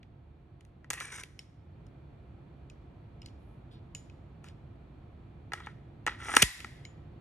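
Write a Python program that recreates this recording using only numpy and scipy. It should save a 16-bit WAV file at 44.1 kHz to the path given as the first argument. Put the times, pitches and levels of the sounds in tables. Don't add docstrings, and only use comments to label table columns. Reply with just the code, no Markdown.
import sys
import numpy as np
from scipy import signal
from scipy.fft import rfft, irfft, next_fast_len
from scipy.io import wavfile
from scipy.ndimage import map_coordinates

SR = 44100
rng = np.random.default_rng(int(sys.argv[2]) if len(sys.argv) > 2 else 0)


def to_wav(sig):
    pcm = np.clip(np.atleast_2d(sig), -1, 1) * 32767
    pcm = np.round(pcm).astype(np.int16)
    wavfile.write(sys.argv[1], SR, pcm.T)


N = 317564


def amp(db):
    return 10 ** (np.asarray(db) / 20)


def unit_rms(x):
    return x / np.sqrt(np.mean(x ** 2) + 1e-20)


def curve_at(points, hz):
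    freq_hz, value = np.transpose(points)
    return np.interp(np.log(hz + 1), np.log(freq_hz + 1), value)


def wobble(rate_hz):
    knots = rng.standard_normal(int(N * rate_hz / SR) + 4)
    return map_coordinates(knots, [np.arange(N) * rate_hz / SR])


def filtered(x, response):
    size = next_fast_len(N + SR // 2)
    return irfft(rfft(x, size) * response(np.fft.rfftfreq(size, 1 / SR)), size)[..., :N]


def bandpass(x, low_hz, high_hz, order=4):
    return signal.sosfilt(signal.butter(order, [low_hz, high_hz], "band", fs=SR, output="sos"), x)


def resonances(modes, hz):
    return sum(amp(db) * 1j * hz * width_hz / (pitch_hz ** 2 - hz ** 2 + 1j * hz * width_hz)
               for pitch_hz, width_hz, db in modes)


def add(track, start_s, sound):
    part = track[..., round(start_s * SR):][..., :sound.shape[-1]]
    part += sound[..., :part.shape[-1]]


# freq_hz, level_db
RUMBLE_SPECTRUM = [(15, -39.5), (28, -18.5), (55, -2), (140, -1.5), (194, -10.5), (337, -13.5),
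                   (482, -20.5), (720, -22), (1580, -33), (2500, -37), (4300, -45.5), (5000, -55.5),
                   (8000, -60), (16000, -69)]
# time_s, level_db
RUMBLE_ENVELOPE = [(0, -56.5), (1.55, -57), (1.8, -52.7), (3.5, -52), (5.9, -52), (7.2, -50.5)]
# freq_hz, coherence
RUMBLE_COHERENCE = [(100, 1), (250, .88), (600, 0.21), (2000, 0.18), (10000, 0.15)]
# pitch_hz, level_db
HUM_PARTIALS = [(47, -64.5), (69, -58), (103, -59), (139, -62), (342, -67.5), (701, -74.5), (1300, -81.5),
                (2390, -84.5), (3400, -92), (4400, -95)]


def rumble(dip_s=6.53, dip_width_s=.045, dip_db=15):
    def mid_side_gain(hz):
        angle = np.arccos(np.clip(curve_at(RUMBLE_COHERENCE, hz), -1, 1)) / 2
        return amp(curve_at(RUMBLE_SPECTRUM, hz)) * [np.cos(angle), np.sin(angle)]

    t = np.arange(N) / SR
    mid, side = filtered(rng.standard_normal((2, N)), mid_side_gain)
    level_db = np.interp(t, *np.transpose(RUMBLE_ENVELOPE))
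    level_db -= dip_db * np.exp(-((t - dip_s) / dip_width_s) ** 2)
    hum = sum(amp(db + 1.4 * wobble(5)) * np.sin(2 * np.pi * hz * t + 1.3 * wobble(7))
              for hz, db in HUM_PARTIALS)
    noise = amp(level_db + 1) * unit_rms(np.array([mid + side, mid - side]))
    return (noise + amp(level_db - np.median(level_db)) * hum) * amp([[-.8], [.8]])


# freq_hz, t60_s
TAIL_DECAY = [(200, 0.1), (900, 0.85), (2000, 0.92), (5500, 0.7), (9000, 0.61), (12000, 0.62),
              (15000, 1.07)]
# freq_hz, gain_db
ECHO_SPECTRUM = [(100, -15), (600, -7), (900, -4), (1350, -3), (1950, -2), (2700, -3.5), (4500, -1.5),
                 (6500, -2.5), (9500, -3), (12000, -5), (13200, -35.5), (14500, -55)]


def room(x, early_db=-14, early_t60_s=.12, late_db=-14):
    def decaying(spectra, t, t60_s):
        echoes = signal.istft(spectra * amp(-60 * t / t60_s), SR, nperseg=256)[1]
        return echoes / np.linalg.norm(echoes[0])

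    wet, step = np.zeros((2, N)), SR // 5
    for start in range(0, N - step, step):
        hz, t, spectra = signal.stft(rng.standard_normal((3, SR)), SR, nperseg=256)
        early = amp(early_db) * decaying(spectra, t, early_t60_s)
        late = amp(late_db) * decaying(spectra, t, curve_at(TAIL_DECAY, hz)[:, None])
        common, *per_side = early + late
        response = (common + np.array(per_side)) / np.sqrt(2)
        add(wet, start / SR + .004, signal.fftconvolve(x[None, start:start + step], response, axes=1))
    return filtered(wet, lambda hz: amp(curve_at(ECHO_SPECTRUM, hz)))


# start_s, length_s, level_db, centre_hz, width_octaves
BRUSHES = [(3.244, .063, -67.5, 4400, 0.26), (3.38, .27, -83.5, 10800, 0.26), (3.708, 0.1, -67, 3600, .32),
           (3.711, .06, -79.5, 9100, .4), (4.439, 0.091, -62, 2000, .92), (4.437, .08, -70, 7500, 0.94),
           (5.635, .045, -61, 3580, .2)]


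def fingers():
    out = np.zeros(N)
    for start_s, length_s, db, centre_hz, width_octaves in BRUSHES:
        n = round(length_s * SR)
        distance = np.log2((np.fft.rfftfreq(n, 1 / SR) + 1) / centre_hz) / width_octaves
        swish = unit_rms(irfft(rfft(rng.standard_normal(n)) * np.exp(-distance ** 2 / 2), n))
        envelope = np.sin(np.pi * np.sqrt(np.arange(n) / n))
        add(out, start_s, amp(db) * swish * envelope)
    return out


# start_s, level_db
SPRING_HITS = [(.903, -49), (3.95, -49), (6.85, -55)]
# pitch_hz, level_db, t60_s
SPRING_MODES = [(3000, -12, .15), (5320, -17, .14), (6720, -9, .19), (7000, -3, .21)]


def spring_pings(detune=.018, partials=14):
    out, t = np.zeros(N), np.arange(SR // 2) / SR
    for start_s, hit_db in SPRING_HITS:
        for hz, mode_db, t60_s in SPRING_MODES:
            offset, phase = rng.standard_normal((2, partials, 1))
            cluster = unit_rms(np.sin(2 * np.pi * (hz * (1 + detune * offset) * t + phase)).sum(0))
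            add(out, start_s, amp(hit_db + mode_db - 60 * t / t60_s) * cluster)
    return out


def slips(rate_hz, spread_db, chatter_db):
    train = (rng.random(N) < rate_hz / SR) * rng.choice([-1, 1], N)
    sizes = amp(spread_db * rng.standard_normal(N))
    return train * sizes * amp(chatter_db * wobble(170))


def stroke_gain(start_s, length_s, mid_db, swell_db, attack_s=.018, release_db_per_s=500):
    t = np.arange(N) / SR - start_s
    moving_db = swell_db * (np.clip(t / length_s, 0, 1) - .5)
    release_db = release_db_per_s * np.clip(t - length_s, 0, 1)
    return np.clip(t / attack_s, 0, 1) * amp(mid_db + moving_db - release_db)


# start_s, length_s, grind_db, hiss_db, swell_db, well_pitch_ratio
SLIDE_STROKES = [(.915, 0.092, -48.5, -58, -1.5, 1.35), (1.003, .1, -49, -52.5, -5, 1.2),
                 (1.11, .095, -48, -49, -.5, 1.1), (5.535, 0.18, -57, -73.5, -11, 0.99),
                 (6.075, .09, -47.5, -73.5, -20, .98), (6.18, 0.18, -45, -53, 13.5, 0.99),
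                 (6.357, .055, -35, -38.5, 0, 1.25)]
# freq_hz, level_db
GRIND_SPECTRUM = [(150, -39), (350, -7.5), (470, -8.5), (650, -16), (900, -8.5), (1100, -5), (1400, -3.5),
                  (1950, -0.5), (2450, -4.5), (3400, -9), (4500, -12.5), (7000, -48)]
HISS_SPECTRUM = [(2000, -41.5), (3300, -3), (4800, -3.5), (6000, 1.5), (7500, -.5), (9300, 1.5),
                 (11000, -1.5), (12000, -7), (13300, -29), (16000, -45.5)]
# pitch_hz, width_hz, gain_db
WELL_MODES = [(890, 63, 2), (1390, 97, 7), (1930, 100, 8.5), (3330, 150, 1.5)]
WALL_MODES = [(3300, 160, -1), (5550, 180, 4), (6050, 180, 2), (7000, 200, 1), (8700, 240, 5),
              (9600, 240, 2)]


def scrape(shift_db=4.5, shift_rate_hz=16, hiss_swell_ratio=1.7):
    coarse = slips(rate_hz=1300, spread_db=2, chatter_db=1.5)
    fine = slips(rate_hz=1400, spread_db=2.5, chatter_db=1.6)
    grind, hiss_gain, singing = np.zeros((3, N))
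    for start_s, length_s, grind_db, hiss_db, swell_db, pitch_ratio in SLIDE_STROKES:
        hollow = filtered(coarse, lambda hz: amp(curve_at(GRIND_SPECTRUM, hz))
                          * (1 + resonances(WELL_MODES, hz / pitch_ratio)))
        grind += stroke_gain(start_s, length_s, grind_db, swell_db) * unit_rms(hollow)
        hiss_gain += stroke_gain(start_s, length_s, hiss_db, hiss_swell_ratio * swell_db)
    for mode in WALL_MODES:
        mode_gain = amp(shift_db * np.tanh(wobble(shift_rate_hz)))
        singing += mode_gain * filtered(fine, lambda hz: resonances([mode], hz))
    hiss = filtered(fine + singing, lambda hz: amp(curve_at(HISS_SPECTRUM, hz)))
    return grind + hiss_gain * unit_rms(hiss)


# low_hz, high_hz
BANDS = [(650, 2100), (2100, 4500), (4500, 8000), (8000, 14500)]


def blows(contacts, modes, favour_db, favour_octaves, detune, damping, crack_t60_s, crack_db, stereo):
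    def unit_onset(x):
        return x * np.sqrt((SR // 200) / np.sum(x ** 2, -1, keepdims=True))

    out, t = np.zeros((2, N)), np.arange(SR // 10) / SR
    hz, width_hz, mode_db = np.transpose(modes)[:, :, None]
    envelope = np.exp(-np.pi * damping * width_hz * t) * (1 - np.exp(-t * hz / 2))
    for start_s, favoured_hz, *band_db in contacts:
        contact_db = favour_db * np.exp(-(np.log2(hz / favoured_hz) / favour_octaves) ** 2)
        offset, scatter_db, phase = rng.standard_normal((3, len(hz), 1))
        thinning_db = 1.2 * np.clip(band_db[1] - band_db[0] + 8, -4, 8) * (hz == hz.min())
        gain = width_hz * amp(mode_db + contact_db + scatter_db - thinning_db)
        partials = np.sin(2 * np.pi * (hz * (1 + detune * offset) * t + phase))
        ring = np.sum(gain * envelope * partials, 0)
        noise = rng.standard_normal((3, len(t))) * amp(-60 * t / crack_t60_s)
        crack = noise[0] + stereo * noise[1:]
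        for edges_hz, db in zip(BANDS, band_db):
            band_ring = unit_onset(bandpass(ring, *edges_hz))
            band_crack = amp(crack_db) * unit_onset(bandpass(crack, *edges_hz))
            add(out, start_s, amp(db) * unit_onset(band_ring + band_crack))
    return out


def diffuse_bursts(contacts, t60_s=.035):
    out, n = np.zeros(N), SR // 10
    hz = np.fft.rfftfreq(n, 1 / SR)
    low_hz, high_hz = np.transpose(BANDS)
    for start_s, _, *band_db in contacts:
        density_db = np.array(band_db) - 10 * np.log10(2 * (high_hz - low_hz) / SR)
        colour = np.transpose([np.sqrt(low_hz * high_hz), density_db])
        spectrum = rfft(rng.standard_normal(n) * amp(-60 * np.arange(n) / SR / t60_s))
        burst = irfft(spectrum / np.abs(spectrum) * amp(curve_at(colour, hz)), n)
        add(out, start_s, np.sqrt(SR / 200) * burst[:n // 2])
    return out


# start_s, level_db, hardness_db_per_band, favoured_hz
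MAGAZINE_TICKS = [(1.391, -45.5, -1, 5320), (1.866, -73, 2, 5700), (2.699, -56.5, -2.5, 2550),
                  (3.218, -54, -4.5, 5300), (3.229, -60, -13, 3000), (3.26, -51.5, -1, 4400),
                  (3.285, -62, -15, 2900), (3.949, -43.5, 1.5, 6950), (4.098, -59, -9.5, 2550),
                  (4.485, -57, -3, 3700), (6.851, -46, -6, 2200)]
FRAME_CLICKS = [(.03, -58, -12, 2300), (.608, -62.5, -3.5, 3000), (.65, -67.5, -.5, 6000),
                (.938, -42.5, 0, 3000), (1.002, -40.5, -1.5, 3400), (1.235, -42.5, -3, 2800),
                (5.662, -56.5, -4.5, 3500), (6.351, -38.5, 2.5, 6500), (6.3657, -24.5, 2, 2700),
                (6.4192, -22, -4.5, 2200), (6.4224, -16.5, .5, 2800), (6.4255, -15, -.5, 3300),
                (6.4283, -21.5, -4.5, 2500), (6.603, -42.5, -4.5, 2900)]


def click_contacts(clicks, balance_db):
    bands_above_clack = np.maximum(np.arange(len(BANDS)) - 1, 0)
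    return [(start_s, favoured_hz, *(db + np.array(balance_db) + hardness_db * bands_above_clack))
            for start_s, db, hardness_db, favoured_hz in clicks]


# pitch_hz, width_hz, level_db
MAGAZINE_MODES = [(2200, 135, 0.5), (2570, 150, -6), (2950, 250, 1.5), (4200, 280, -7), (4650, 300, -10),
                  (5320, 160, -4), (6050, 200, -9), (6950, 220, -4), (8450, 150, -13), (10300, 340, -12)]


def magazine_ticks(contacts):
    return blows(contacts, MAGAZINE_MODES, favour_db=13.5, favour_octaves=.13, detune=.012,
                 damping=.84, crack_t60_s=.015, crack_db=-10, stereo=.58)


def palm_thump(start_s=6.4302, level_db=-20, sweep_hz=250, end_hz=45, fall_s=.0055, t60_s=.115):
    out, t = np.zeros(N), np.arange(SR // 4) / SR
    hz = end_hz + sweep_hz * np.exp(-t / fall_s)
    add(out, start_s, amp(level_db - 60 * t / t60_s) * np.sin(2 * np.pi * np.cumsum(hz) / SR))
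    return out


def recoil(contacts, gain_db=-15, t60_s=.018, stereo=.95):
    out, t = np.zeros((2, N)), np.arange(SR // 10) / SR
    for start_s, _, knock_db, clack_db, *_ in contacts:
        noise = rng.standard_normal((3, len(t))) * amp(-60 * t / t60_s)
        thud = bandpass(noise[0] + stereo * noise[1:], 230, 520, order=2)
        onset_rms = np.sqrt(np.mean(thud[:, :SR // 200] ** 2))
        force = np.hypot(amp(knock_db), amp(clack_db - 1))
        add(out, start_s, amp(gain_db) * force * thud / onset_rms)
    return out * amp([[-2], [1.5]])


# pitch_hz, width_hz, gain_db
BARREL_MODES = [(377, 94, -10.5), (825, 39, -8), (1004, 6, -5), (1300, 48, -8), (1740, 24, -20),
                (1900, 22, -15.5), (2270, 32, -13), (2896, 50, -8), (5950, 85, -16), (8630, 150, -8)]


def barrel_ring(frame):
    return filtered(frame, lambda hz: resonances(BARREL_MODES, hz))


# freq_hz, gain_db
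BODY_SPECTRUM = [(200, -18), (600, -7), (1100, -7), (1500, -2.5), (1930, 5.5), (2250, -.5), (2600, -3),
                 (3400, -2.5), (6000, 1), (11000, 0)]


def body_radiation(contacts):
    return filtered(diffuse_bursts(contacts), lambda hz: amp(curve_at(BODY_SPECTRUM, hz)))


# start_s, level_db,
# hardness_db_per_band, first_flight_s, rebound_loss_db, favoured_hz
KNOCKS = [(.844, -53.5, -8, .003, 12, 1950), (.903, -38, 3, .004, 1, 6400),
          (.932, -42.5, 1.4, .006, 7.5, 1700), (1.007, -36.5, -6, .005, 11, 2000),
          (1.12, -49.5, -1, .004, 6, 5800), (1.182, -45, -7, .005, 13, 1600),
          (4.442, -54, -2.5, .021, 11, 1100), (5.52, -36, -11, .005, 12, 1150),
          (5.534, -32, -4, .004, 9, 1700), (5.603, -47, -9, .005, 8, 1100),
          (5.6695, -37.5, -13.5, .016, 13.5, 1500), (6.065, -27.5, -4.5, .009, -.5, 1950),
          (6.223, -47, -8, .006, 3, 1900), (6.256, -43, -6.5, .005, 9, 1900),
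          (6.284, -34.5, -10, .008, 0, 1400), (6.316, -35, -8, .004, 12, 1800),
          (6.338, -28, -8.5, .005, 2.5, 1600), (6.3672, -11.5, -3, .002, 18, 1450),
          (6.645, -36, -6.5, .003, 16, 1950)]


def knock_contacts(balance_db=(0, -1.44, -4.2, -1.6), flight_ratio=.65, soften_db=2.5):
    contacts = []
    for time_s, db, hardness_db, flight_s, loss_db, favoured_hz in KNOCKS:
        for bounce in range(3):
            tilt_db = (hardness_db - bounce * soften_db) * np.arange(len(BANDS))
            band_db = db - bounce * loss_db + np.array(balance_db) + tilt_db
            contacts.append((time_s, favoured_hz, *band_db))
            time_s += flight_s * flight_ratio ** bounce
    return contacts


# pitch_hz, width_hz, level_db
FRAME_MODES = [(850, 150, -3.5), (1350, 130, .5), (1680, 150, -3), (1920, 150, -3), (2420, 220, -8),
               (2740, 130, -8), (3060, 140, -11), (3420, 160, -11), (4580, 450, -20), (5850, 160, -7),
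               (6550, 200, -8.5), (7940, 160, -20), (9100, 180, -19), (10300, 250, -21)]


def frame_blows(contacts, open_from_s=1.25, open_until_s=6.39, mute_db=11):
    (well_hz, width_hz, db), *higher = FRAME_MODES
    muted_modes = [(well_hz, width_hz, db - mute_db), *higher]
    while_open = [hit for hit in contacts if open_from_s < hit[0] < open_until_s]
    while_filled = [hit for hit in contacts if hit not in while_open]
    strike = dict(favour_db=6, favour_octaves=.2, detune=.014, damping=1.1,
                  crack_t60_s=.012, crack_db=-3, stereo=.59)
    return blows(while_open, FRAME_MODES, **strike) + blows(while_filled, muted_modes, **strike)


def microphone_ports(pair, lag_s=3.8e-5, cavity_hz=4750, width_hz=1200):
    def phase_turn(hz):
        cavity_rad = 2 * np.arctan2(width_hz * hz, cavity_hz ** 2 - hz ** 2)
        return np.exp(-1j * (2 * np.pi * hz * lag_s + cavity_rad))

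    return np.array([pair[0], filtered(pair[1], phase_turn)])


def scene():
    on_frame = knock_contacts() + click_contacts(FRAME_CLICKS, balance_db=(-12.5, .5, -5.5, 0))
    in_magazine = click_contacts(MAGAZINE_TICKS, balance_db=(-11, -.5, -2, -6.5))
    scraping = scrape()
    ticking = magazine_ticks(in_magazine)
    frame = amp(-1.5) * frame_blows(on_frame) + recoil(on_frame) + scraping
    spring = spring_pings()
    hands = fingers() + palm_thump()
    direct = frame + amp(2.5) * barrel_ring(frame) + ticking + spring + hands
    radiated = amp(.16) * body_radiation(on_frame) + amp(.5) * diffuse_bursts(in_magazine)
    ringing = amp(-7) * (ticking.mean(0) + spring)
    echoes = room(radiated + ringing + scraping + hands)
    return microphone_ports(direct + echoes) + rumble()


def record(dry, knee_db=-23, memory_s=.31, ceiling=.91, cutoff_hz=16000):
    pole = np.exp(-1 / (memory_s * SR))
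    power = signal.lfilter([1 - pole], [1, -pole], np.mean(dry ** 2, 0))
    eased = dry / np.sqrt(1 + power / amp(knee_db) ** 2)
    rounded = eased / (1 + np.abs(eased / ceiling) ** 6) ** (1 / 6)
    return filtered(rounded, lambda hz: np.clip((cutoff_hz - hz) / 400 + .5, 0, 1))


dry = scene()
out = record(dry)
to_wav(out)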